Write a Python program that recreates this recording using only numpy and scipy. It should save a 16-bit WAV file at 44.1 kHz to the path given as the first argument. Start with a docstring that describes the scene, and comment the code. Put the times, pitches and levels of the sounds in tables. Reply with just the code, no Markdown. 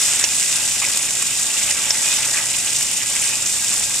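"""A kitchen, with a stereo pair of microphones at the open oven door: food sizzles under a glowing grill.
Tiny bubbles of fat burst by the thousand over a hiss of steam and set the steel cavity ringing;
larger drops spit, pop and sputter. A low rumble and mains hum lie underneath.
The recorder adds a faint hiss, and its limiter ducks after the loudest pops."""
import sys
import numpy as np
from scipy import signal
from scipy.fft import rfft, irfft, next_fast_len
from scipy.io import wavfile
from scipy.ndimage import uniform_filter1d

SR = 44100
rng = np.random.default_rng(int(sys.argv[2]) if len(sys.argv) > 2 else 0)


def wav_record(signal):
    """Record a signal, one row per channel, as 16-bit PCM in the file named by sys.argv[1]."""
    frames = np.transpose(np.atleast_2d(signal))
    bounded = np.clip(frames, -1, 1)
    # unit amplitude maps onto the largest positive 16-bit level
    quanta = np.round(bounded * 32767).astype(np.int16)
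    wavfile.write(sys.argv[1], SR, quanta)


N = 176400
T = np.arange(N) / SR
FFT_SIZE = next_fast_len(N + SR // 4)
HZ = np.maximum(np.arange(FFT_SIZE // 2 + 1) * SR / FFT_SIZE, 1)


def from_db(db):
    """Decibels to gain."""
    return 10 ** (np.asarray(db) / 20)


def unit_rms(x):
    """Scale to an RMS of 1."""
    return x / np.sqrt(np.mean(x ** 2) + 1e-20)


def gain_curve(points):
    """A (frequency [Hz], gain [dB]) table as a gain for every frequency."""
    hz, db = np.transpose(points)
    return from_db(np.interp(np.log(HZ), np.log(hz), db))


def colour(x, points):
    """Minimum-phase filter that follows a (frequency [Hz], gain [dB]) table."""
    cepstrum = irfft(np.log(gain_curve(points)), FFT_SIZE)
    cepstrum[1:FFT_SIZE // 2] *= 2
    cepstrum[FFT_SIZE // 2 + 1:] = 0
    return irfft(rfft(x, FFT_SIZE) * np.exp(rfft(cepstrum)), FFT_SIZE)[..., :N]


def noise(points):
    """Coloured (mid, side) noise with an RMS of 1."""
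    return unit_rms(colour(rng.standard_normal((2, N)), points))


def drift(rate_hz):
    """Smooth random wander with an RMS near 1."""
    step, settle = 40, 2000
    pole = np.exp(-2 * np.pi * rate_hz * step / SR)
    white = rng.standard_normal(N // step + settle + 2)
    slow = signal.lfilter([1], [1, -2 * pole, pole * pole], white)[settle:]
    return np.interp(np.arange(N) / step, np.arange(len(slow)), unit_rms(slow))


def flutter(rate_hz):
    """Random wander with the slow swells taken out."""
    quick = drift(rate_hz)
    return unit_rms(quick - uniform_filter1d(quick, size=int(2 * SR / rate_hz)))


def swell(points, flutter_db, flutter_hz):
    """Gain that flutters around a (time [s], level [dB]) table."""
    return from_db(np.interp(T, *np.transpose(points)) + flutter_db * flutter(flutter_hz))


def burst(start, t60, hold=0):
    """Envelope that starts at once, holds and dies away; times in seconds."""
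    envelope = np.zeros(N)
    span = slice(*np.searchsorted(T, [start, start + hold + 2 * t60]))
    envelope[span] = from_db(-60 * np.maximum(T[span] - start - hold, 0) / t60)
    return envelope


def ring(x, hz, t60):
    """A resonance: a unit click rings with a height of about 1."""
    radius, angle = from_db(-60 / (t60 * SR)), 2 * np.pi * hz / SR
    return signal.lfilter([.5, 0, -.5], [1, -2 * radius * np.cos(angle), radius ** 2], x + 1e-18)


def clicks(per_s, spread_db):
    """Randomly timed clicks, many small and few large."""
    sizes = from_db(spread_db * np.minimum(rng.exponential(1, N), 4)) * rng.choice([-1, 1], N)
    return sizes * (rng.random(N) < per_s / SR)


def oven_walls(x, t60=0.023, reflections_db=-1):
    """One spot in the oven as (mid, side): the direct sound and quick reflections off the walls."""
    t = T[:SR // 25]
    response = rng.standard_normal((2, len(t))) * from_db(-60 * t / t60)
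    response /= np.linalg.norm(response, axis=1, keepdims=True)
    response[0] *= from_db(reflections_db)
    response[0, 0] += 1   # direct sound, mid only
    response[0] /= np.linalg.norm(response[0])
    return signal.oaconvolve(x[None], response, axes=1)[:, :N]


def bubbles(per_s, spread_db, cycles, span_hz, spots):
    """Bubbles burst at many spots, each with its own pitch, fading 60 dB in `cycles` periods."""
    bursts = clicks(per_s, spread_db)
    spot = rng.integers(0, spots, N)
    out = 0
    for k, hz in enumerate(np.geomspace(*span_hz, spots)):
        pings = ring(bursts * (spot == k), hz, cycles / hz)
        out += oven_walls(pings) * hz
    return unit_rms(out)


# Low rumble of the kitchen around the microphones: (frequency [Hz], gain [dB])
ROOM_RUMBLE = [(20, -2.5), (40, -22), (62, 2.5), (82, -11.5), (130, 5), (165, -3), (240, -0.5), (420, -6.5),
               (800, -5.5), (3000, -42.5)]
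# The recorder's smooth hiss at the very top: (frequency [Hz], gain [dB])
RECORDER_HISS = [(4000, -46), (9000, 4), (12000, -1), (14500, 3), (16000, -4)]
# Mains hum, centred: (frequency [Hz], level [dB])
MAINS_HUM = [(100, -54), (200, -55)]

def background(rumble_db=-43, hiss_db=-47.5):
    """Low room rumble and mains hum, with the recorder's faint high hiss."""
    out = from_db(rumble_db) * noise(ROOM_RUMBLE) + from_db(hiss_db) * noise(RECORDER_HISS)
    for hz, db in MAINS_HUM:
        out[0] += from_db(db) * np.sqrt(2) * np.sin(2 * np.pi * (hz * T + rng.random()))
    return out


# Cavity and pan, heard through the open door: (frequency [Hz], relative level [dB], t60 [s])
STEEL_MODES = [(571, -16.5, 0.27), (706, -19.5, 0.17), (876, -10, 0.075), (1144, -12.5, 0.27),
               (1607, -7, 0.14), (1903, -5.5, 0.03), (2000, -5.5, 0.061), (2466, -1.5, 0.093),
               (2686, 0.5, 0.042), (3007, -1.5, 0.18), (3576, 3, 0.013)]

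def oven_ring(frying, ring_db=-22.5, waver_db=2.0):
    """The cavity and pan ring along with the frying, each mode swelling by itself."""
    modes = 0
    for hz, db, t60 in STEEL_MODES:
        drive = frying * from_db(waver_db * drift(rate_hz=3.8))
        modes += from_db(db) * unit_rms(ring(drive, hz, t60))
    return from_db(ring_db) * np.std(frying) * modes


# Fat bubbling down in the pan: (time [s], level [dB])
POOL_LEVEL = [(0, -34), (.3, -34.5), (.55, -34), (.78, -37), (1.15, -35.5), (1.25, -34), (1.47, -39.5),
              (1.58, -31), (1.69, -32), (1.735, -36), (1.78, -31), (1.95, -36), (2.03, -34), (2.13, -32),
              (2.3, -37), (2.48, -34.5), (2.8, -37), (2.92, -35), (3.16, -34.5), (3.2, -32), (3.33, -35),
              (3.45, -37), (3.67, -36), (4, -38)]

def bubbling(band_hz=(1700, 3900)):
    """Loose, longer-ringing bubbles in the pooled fat."""
    grains = bubbles(per_s=1500, spread_db=2.5, cycles=19, span_hz=(2007, 3290), spots=12)
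    band = signal.butter(2, band_hz, "band", fs=SR, output="sos")
    return unit_rms(signal.sosfilt(band, grains)) * swell(POOL_LEVEL, flutter_db=1.0, flutter_hz=20)


# The crackle swells as the fat flares: (time [s], level [dB])
FLARE_LEVEL = [(0, -30.5), (.4, -36.5), (.58, -32.5), (.74, -36), (.88, -32), (1.05, -35.5), (1.5, -35),
               (1.64, -32.5), (1.74, -32), (1.88, -32.5), (1.96, -33.5), (2.1, -30.5), (2.25, -31.5),
               (2.44, -31), (2.5, -35.5), (2.95, -37), (3.2, -34), (3.5, -36.5), (3.66, -36), (3.75, -32.5),
               (3.85, -36), (4, -35)]
# Tone of the crackle at the door: (frequency [Hz], gain [dB])
CRACKLE_TONE = [(150, -17), (300, -1.5), (450, 1), (600, 4.5), (1000, 1.5), (1450, 5), (1900, 3),
                (2700, -3.5), (3500, -5.5), (6000, -5), (16000, -28)]

def crackle(bursts_db=-6.5, rush_db=-7):
    """Larger, lower bubbles and the rush of burning fat."""
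    grains = bubbles(per_s=2000, spread_db=3, cycles=10, span_hz=(910, 4400), spots=14)
    bursts = from_db(bursts_db) * unit_rms(colour(grains, CRACKLE_TONE))
    rush = from_db(rush_db) * noise(CRACKLE_TONE)
    return (bursts + rush) * swell(FLARE_LEVEL, flutter_db=0.77, flutter_hz=17.6)


# Wet sputters inside the oven: (time [s], length [s], level [dB], pitch [Hz], t60 [s])
STEAM_POCKETS = [(0.203, 0.028, -31, 1750, 0.0074), (0.238, 0.015, -22, 2900, 0.0031),
                 (0.816, 0.037, -26.5, 2260, 0.0036), (0.818, 0.024, -26.5, 1070, 0.0092),
                 (1.707, 0.015, -30, 1900, 0.0044), (2.115, 0.025, -33, 2800, .004),
                 (2.225, 0.032, -30.5, 2760, .0025), (2.337, 0.025, -29, 1840, 0.0076),
                 (2.369, 0.009, -23, 2400, .002), (2.379, 0.021, -29.5, 2000, 0.0047),
                 (2.538, .015, -25.5, 3000, 0.0057), (2.669, .018, -28, 3080, .003),
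                 (2.808, 0.005, -27, 2000, .004), (3.008, 0.031, -35, 1750, 0.007),
                 (3.147, 0.02, -34.5, 1940, 0.006), (3.321, .028, -32.5, 2600, .005)]

def sputters(edge_s=0.0016):
    """Steam forces through wet fat: a brief run of clicks into one pocket resonance."""
    run = oven_walls(clicks(per_s=1800, spread_db=2.5))
    out = 0
    for start, length, db, hz, t60 in STEAM_POCKETS:
        inside_s = np.minimum(T - start, start + length - T)
        gate = np.clip(inside_s / edge_s + .5, 0, 1)
        gate_rms = np.sqrt(np.mean(gate ** 2))
        out += from_db(db) * gate_rms * unit_rms(gate * ring(run, hz, t60))
    return out


# The oven's dull knock under a pop: (frequency [Hz], gain [dB])
KNOCK_TONE = [(60, -9), (200, -5), (600, 0.5), (1000, 4.5), (1800, 7.5), (3300, 5), (4500, -5),
              (16000, -55)]
# Large drops, heard from the door:
# (time [s], level [dB], pitch [Hz], relative knock [dB], relative ping [dB], spray resonance t60 [s])
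LARGE_DROPS = [(0.24, -8.5, 5640, -8, -2, 0.0015), (0.946, -21.5, 4460, -9, -10, .001),
               (1.2235, -10.5, 7300, -15, -10, 0.0012), (1.708, -17, 4900, -13, -10, .0008),
               (1.9058, -7, 5270, -10, -2, .0017), (3.4595, -18, 5540, -25, -7, .0012)]

def pops(spray_pitch_ratio=1.1):
    """A drop explodes: a band of spray, a ringing ping just below it and a dull knock in the oven."""
    out = np.zeros((2, N))
    white = rng.standard_normal((2, N))
    knock = noise(KNOCK_TONE)
    for start, db, hz, knock_db, ping_db, spray_t60 in LARGE_DROPS:
        blast = from_db(db) * burst(start, t60=0.026, hold=0.001)
        spray_hz = spray_pitch_ratio * hz
        spray = unit_rms(ring(ring(white, spray_hz, spray_t60), spray_hz, spray_t60))
        out += blast * (spray + from_db(knock_db) * knock)
        ping = burst(start, t60=0.057) * np.sin(2 * np.pi * hz * (T - start))
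        out[0] += from_db(db + ping_db) * ping
    return out


# Small drops, sharp at the microphones: (time [s], ping level [dB], pitch [Hz], spray level [dB])
SMALL_DROPS = [(0.135, -7, 7110, -15), (0.1968, 2, 7500, -17), (0.2895, -6.5, 5200, -29),
               (0.398, -3, 8000, -15), (0.4265, -15, 6830, -13), (0.6768, -6, 7060, -20),
               (0.722, -17, 7350, -29), (0.9163, -11, 7530, -20), (0.9726, -4, 6900, -12.5),
               (1.0292, -6, 7750, -26), (1.1082, -7, 8170, -19), (1.3948, -5, 7300, -18),
               (1.4716, -21, 7820, -28), (1.7085, -12, 5770, -20), (1.7474, -10, 7080, -18),
               (1.794, -10, 7240, -32), (2.331, -14, 7520, -20), (2.383, -7, 7500, -19),
               (2.4573, -6, 8150, -20), (2.5327, -8, 7600, -21), (2.809, -6, 7810, -17),
               (2.828, -8, 7540, -14), (2.9134, -10, 7100, -17), (3.1609, -6, 7900, -29),
               (3.292, -9, 7620, -20), (3.363, -11, 7700, -24), (3.4631, -10, 6800, -30),
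               (3.541, -6, 7600, -24), (3.625, -9, 7570, -18), (3.797, -7, 7640, -26)]

def spits(ping_t60=0.0034, spray_t60=0.029, top_hz=10000):
    """Each spit of fat is a very short ping and a puff of spray with the tone of the sizzle."""
    pings, puffs = np.zeros(N), np.zeros(N)
    for start, db, hz, spray_db in SMALL_DROPS:
        pings += from_db(db) * burst(start, ping_t60) * np.sin(2 * np.pi * hz * (T - start))
        puffs += from_db(spray_db) * burst(start, spray_t60)
    out = puffs * noise(SIZZLE_TONE)
    soften = signal.butter(4, top_hz, fs=SR, output="sos")   # wet fat softens the snap
    out[0] += signal.sosfilt(soften, pings)
    return out


# Vigour of the sizzle under the grill: (time [s], level [dB])
SIZZLE_LEVEL = [(0, -17.5), (.17, -21), (.28, -21.5), (.37, -20.5), (.55, -20.5), (.78, -21.5), (.9, -21),
                (1.15, -23), (1.4, -21), (1.5, -23), (1.6, -20), (1.67, -21.5), (1.7, -19.5), (1.73, -22.5),
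                (1.88, -22), (1.94, -21.5), (2.12, -18.7), (2.22, -21), (2.37, -21), (2.42, -23.5),
                (2.56, -21.5), (2.64, -22.5), (2.77, -20), (2.86, -22.5), (3.02, -23), (3.26, -20.5),
                (3.41, -23.5), (3.53, -21), (3.63, -22.5), (3.73, -20), (3.9, -22.5), (4, -21.5)]
# Its bright tone at close range: (frequency [Hz], gain [dB])
SIZZLE_TONE = [(900, -37), (1700, -21), (2600, -14), (3300, -15), (3650, -13.5), (4100, -13), (4700, -11),
               (5300, -6.5), (6400, -4.5), (7400, 0.5), (8100, -2.5), (8800, -6), (9500, -6.5),
               (10500, -11.5), (12200, -18), (14800, -20), (16000, -35)]

def sizzle(fizz_db=-1.32, steam_db=-3.5, clump_db=0.95):
    """Fine bubbles of fat burst in quick clumps over a smooth hiss of steam."""
    per_s = 4800 * from_db(clump_db * flutter(rate_hz=65))
    grains = bubbles(per_s, spread_db=4, cycles=6.8, span_hz=(2860, 9700), spots=28)
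    fizz = from_db(fizz_db) * unit_rms(colour(grains, SIZZLE_TONE))
    steam = from_db(steam_db) * noise(SIZZLE_TONE)
    return (fizz + steam) * swell(SIZZLE_LEVEL, flutter_db=0.77, flutter_hz=34)


# Stereo width at the door: (frequency [Hz], side gain [dB])
PAIR_WIDTH = [(100, -41), (350, -19.5), (1450, -16.5), (1950, -24), (2250, -14), (3000, -7), (3900, -4.5),
              (4500, 2), (5100, -6.5), (6200, -8), (7300, -7.5), (9500, -3.5), (13000, -1.5)]
# Balance of the microphones: (frequency [Hz], left minus right [dB])
PAIR_BALANCE = [(100, 0.3), (700, -0.5), (2000, -0.1), (2300, -0.5), (2550, -5), (3500, -3.5), (4000, 2),
                (4550, 2.5), (5100, 2.5), (5700, -4.5), (6300, 0.5), (8800, -1.6), (13000, -0.2)]
# Phase between the microphones: (frequency [Hz], lead of the left [rad])
PAIR_PHASE = [(2900, -0.0091), (3600, 0.96), (4300, 0.37), (4850, -0.007), (6300, 1.27), (8000, -0.39),
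              (9700, 0.97), (12000, 0.17)]

def microphones(x):
    """Mid and side to left and right: narrow in the bass, wide and uneven in the treble."""
    mid, side = rfft(x, FFT_SIZE)
    side = side * gain_curve(PAIR_WIDTH)
    lead = np.interp(HZ, *np.transpose(PAIR_PHASE))
    lean = np.sqrt(gain_curve(PAIR_BALANCE)) * np.exp(.5j * lead)
    left, right = (mid + side) * lean, (mid - side) / lean
    return irfft(np.array([left, right]), FFT_SIZE)[:, :N]


def scene():
    """From the oven door: steady frying in the ringing cavity, single drops and a quiet background."""
    frying = sizzle() + crackle() + bubbling()
    return microphones(frying + oven_ring(frying) + spits() + pops() + sputters() + background())


def record(dry, limit_db=-8.5, release_db_per_s=83, attack_s=0.0022, ceiling=0.95, top_hz=16200):
    """The recorder's limiter ducks after loud pops, peaks are rounded and the top is cut."""
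    power = uniform_filter1d(np.mean(dry ** 2, axis=0), size=90)
    over_db = np.maximum(10 * np.log10(np.maximum(power, 1e-12)) - limit_db, 0)
    release_db = release_db_per_s * T
    held_db = np.maximum.accumulate(over_db + release_db) - release_db
    pole = np.exp(-1 / (attack_s * SR))
    duck_db = signal.lfilter([1 - pole], [1, -pole], held_db)
    limited = dry * from_db(-duck_db)
    rounded = limited / (1 + (limited / ceiling) ** 6) ** (1 / 6)
    return signal.sosfilt(signal.cheby2(16, 70, top_hz, fs=SR, output="sos"), rounded)


dry = scene()
out = record(dry)
wav_record(out)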